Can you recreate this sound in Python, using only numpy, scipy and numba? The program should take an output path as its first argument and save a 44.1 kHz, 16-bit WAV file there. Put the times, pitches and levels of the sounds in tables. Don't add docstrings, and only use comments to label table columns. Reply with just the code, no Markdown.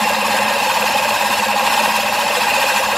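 import sys
import numpy as np
from scipy import signal
from scipy.fft import rfft, irfft, next_fast_len
from scipy.io import wavfile
from scipy.ndimage import uniform_filter1d
from numba import njit

SR = 44100
rng = np.random.default_rng(int(sys.argv[2]) if len(sys.argv) > 2 else 0)


def dump_mix(stems):
    frames = np.atleast_2d(stems).T
    limited = np.clip(frames, -1, 1)
    pcm = np.round(limited * 32767).astype(np.int16)
    wavfile.write(sys.argv[1], SR, pcm)


N = 130977

# time in seconds, blade passes per second.
PASS_RATE = [(0.0, 17.7), (0.15, 17.11), (0.62, 18.69), (1.0, 17.42), (1.42, 17.32), (1.55, 11.49),
             (1.75, 16.71), (2.0, 18.26), (2.15, 14.4), (2.35, 13.47), (2.6, 17.0), (2.7, 10.52),
             (2.85, 15.1), (2.97, 13.86)]
# frequency in Hz, bandwidth in Hz, relative level in dB,
# place in the pass from 0 to 1, gain at that place in dB.
KNIFE_MODES = [(241, 91, -24.5, 0.18, 7), (540, 37.7, -11, 0.94, 11.5), (577.2, 27, -11, 0.86, 3.5),
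               (703, 98, -12, 0, 8.5), (846.7, 77, -3, 0.16, 3), (931, 88, -4.5, 0.6, 2.5),
               (1026, 57, -13.5, 0.31, 5.5), (1579, 63, -14.5, 0.72, 3.5), (1861, 63, -14.5, 0.66, 2.5),
               (1986, 48, -16.5, 0.41, -4), (2529, 102, -13, 0.26, -0.5), (2568, 153, -13.5, 0.44, -1),
               (2672, 76, -12, 0.91, 8)]
# time in seconds, relative level in dB.
CONTACT_LEVEL = [(0, -17), (.09, -16.5), (.17, -18.7), (.36, -16.7), (.58, -18), (.72, -17), (1.0, -17),
                 (1.2, -17.8), (1.45, -18), (1.82, -15.3), (2.04, -19), (2.27, -17.5), (2.38, -18.3),
                 (2.55, -17), (2.8, -17.8), (2.97, -18)]
# time in seconds, relative level in dB.
HIGH_MODE_LEVEL = [(0, -24.5), (.38, -21.5), (.55, -22), (1.0, -21), (1.3, -22.5), (1.55, -22),
                   (1.66, -20.5), (1.95, -20.5), (2.05, -22), (2.35, -22), (2.5, -18.5), (2.78, -19),
                   (2.88, -23.5), (2.97, -21)]
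# frequency in Hz, bandwidth in Hz, relative level in dB.
FRAME_MODES = [(212, 10, -35), (817, 14, -33), (1632, 12, -34), (1829, 16, -38), (2072, 9, -41),
               (2165, 20, -46), (2265, 25, -43), (2733, 10, -35), (3657, 10, -42)]
# time in seconds, gain in dB.
RING_LEVEL = [(0, 8.5), (.2, 1), (.36, 3), (.7, -1), (1.3, 0.5), (1.65, 0), (1.82, 1), (2.2, -1), (2.38, 3),
              (2.55, -2.5), (2.97, -5.5)]
# time in seconds, relative level in dB.
GRASS_LEVEL = [(0, -25.5), (.2, -28.3), (.36, -25), (.45, -28), (.62, -25.5), (1.15, -26), (1.38, -24),
               (1.55, -28.5), (1.68, -24), (1.86, -24), (1.91, -26.5), (1.97, -24), (2.06, -27),
               (2.18, -27), (2.36, -25), (2.78, -24), (2.87, -27.5), (2.97, -26)]
# frequency in Hz, relative spectral density in dB.
HISS_SPECTRUM = [(300, -36), (700, -12), (1300, -1.5), (1750, 2.5), (2200, -14), (3000, 4.5), (3500, 1.5),
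                 (4400, 2), (4850, -2), (5300, 2), (5800, -5.5), (6850, -3.5), (7280, -1), (7600, -4.5),
                 (8700, -6), (9250, -14.5), (9900, -4.5), (11000, -7.5), (12500, -5.5), (13300, -14),
                 (14200, -9), (15700, -19)]
# frequency in Hz, relative spectral density in dB.
WHEEL_SPECTRUM = [(20, -12), (42, -5), (56, 5.5), (75, -1.5), (102, 9), (170, 0), (260, 6.5), (400, 2),
                  (700, -3), (2000, -45)]
# frequency in Hz, level against the middle in dB.
SIDE_SPECTRUM = [(30, -28), (110, -20), (200, -25), (380, -11.5), (560, -42), (800, -65.5), (1300, -72),
                 (2500, -29), (4000, -14.5), (8000, -9.5), (12000, -13.5)]


def undb(db):
    return 10 ** (np.asarray(db) / 20)


def unit(x):
    return x / np.sqrt(np.mean(x ** 2))


def curve(rows):
    return np.interp(np.arange(N) / SR, *np.array(rows, float).T)


def colour(x, spectrum):
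    hz, db = np.array(spectrum, float).T
    size = next_fast_len(N + N // 10)
    bin_hz = np.maximum(np.fft.rfftfreq(size, 1 / SR), 1)
    gain = undb(np.interp(np.log(bin_hz), np.log(hz), db))
    return irfft(rfft(x, size) * gain, size)[:N]


@njit
def bandpass(x, hz, width_hz):
    out = np.empty(len(x))
    band, low = 0., 0.
    for i in range(len(x)):
        step = np.tan(np.pi * hz[i] / SR)
        damping = width_hz / hz[i]
        velocity = (band + step * (x[i] - low)) / (1 + step * (step + damping))
        band = 2 * velocity - band
        low += 2 * step * velocity
        out[i] = damping * velocity
    return out


def resonate(x, hz, width_hz, skirt):
    centre = hz * np.ones(N)
    ring = bandpass(x, centre, float(width_hz))
    return unit(bandpass(ring, centre, float(skirt * width_hz)))


def grains(per_s, spread_db, smooth):
    clicks = (rng.random(N) < per_s / SR) * rng.choice([-1, 1], N)
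    sizes = undb(spread_db * np.minimum(rng.exponential(size=N), 5))
    return unit(unit(clicks * sizes) + smooth * rng.standard_normal(N))


def per_pass(passes):
    values = rng.standard_normal(size=128)
    return np.interp(passes, np.arange(len(values)) + .5, values)


def swell(passes, place, swing_db):
    return undb(swing_db * np.cos(2 * np.pi * (passes - place)))


def scrape():
    return grains(per_s=900, spread_db=2, smooth=0.85)


def handover(passes, place=.03, half_width=.15, depth_db=-4):
    away = (passes - place + .5) % 1 - .5
    return undb(depth_db * np.exp(-(away / half_width) ** 2))


def settle(x, window_s=.085, share=.95):
    size = int(window_s * SR)
    power = uniform_filter1d(uniform_filter1d(unit(x) ** 2, size), size // 2)
    return x / power ** (share / 2)


def blades(passes, detune=0.0084, handover_from_hz=700, high_from_hz=1300):
    friction = scrape() * undb(.4 * per_pass(passes))
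    low, high = np.zeros(N), np.zeros(N)
    for hz, width_hz, db, place, swing_db in KNIFE_MODES:
        drive = friction * swell(passes, place, swing_db) * undb(.8 * per_pass(passes))
        mode_hz = hz * (1 + detune * per_pass(passes))
        ring = undb(db) * resonate(drive, mode_hz, width_hz, skirt=3.55)
        if hz > handover_from_hz:
            ring *= handover(passes)
        if hz > high_from_hz:
            high += ring
        else:
            low += ring
    sweep_hz = np.interp(passes % 1, [0, 0.446, 1], [561, 1070, 561])
    sweep = undb(-10.5) * resonate(scrape(), sweep_hz, width_hz=46, skirt=5.7)
    clatter = settle(low + sweep) * undb(curve(CONTACT_LEVEL) - 0.6)
    steel = settle(high) * undb(curve(HIGH_MODE_LEVEL) + 5)
    return clatter + steel


def frame(passes):
    push = swell(passes, place=0.53, swing_db=-1)
    rings = sum(undb(db) * resonate(rng.standard_normal(N) * push, hz, width_hz, skirt=17)
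                for hz, width_hz, db in FRAME_MODES)
    return rings * undb(curve(RING_LEVEL))


def edge_pings(per_s=2200, t60_s=0.069, low_hz=1211, high_hz=14890, spread_db=3):
    age = np.arange(int(.7 * t60_s * SR)) / SR
    fade = undb(-60 * age / t60_s)
    out = np.zeros(N + len(age))
    for when, pitch, weakness in rng.random((int(per_s * N / SR), 3)):
        start = int(when * N)
        hz = low_hz + pitch ** 1.3 * (high_hz - low_hz)
        gain = undb(-spread_db * np.log(weakness + 0.03))
        out[start:start + len(age)] += gain * fade * np.sin(2 * np.pi * hz * age)
    return unit(out[:N])


def grass(passes):
    snips = grains(per_s=2800, spread_db=5, smooth=2.1)
    cut = snips + undb(-1.5) * edge_pings()
    scatter_db = 0.54 * per_pass(2 * passes)
    gain = undb(curve(GRASS_LEVEL) + 1.5 + scatter_db) * swell(passes, place=0.58, swing_db=1.33)
    return gain * unit(colour(cut, HISS_SPECTRUM))


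def wheels():
    return undb(-40.5) * unit(colour(rng.standard_normal(N), WHEEL_SPECTRUM))


def mower(passes):
    return blades(passes) + frame(passes) + grass(passes) + wheels()


def scene():
    passes = 0.03 + np.cumsum(curve(PASS_RATE)) / SR
    middle = mower(passes)
    side = colour(mower(passes), SIDE_SPECTRUM)
    return np.array([middle + side, middle - side])


def record(dry, cutoff_hz=15700):
    return signal.sosfilt(signal.ellip(10, .2, 80, cutoff_hz, fs=SR, output="sos"), dry)


dry = scene()
out = record(dry)
dump_mix(out)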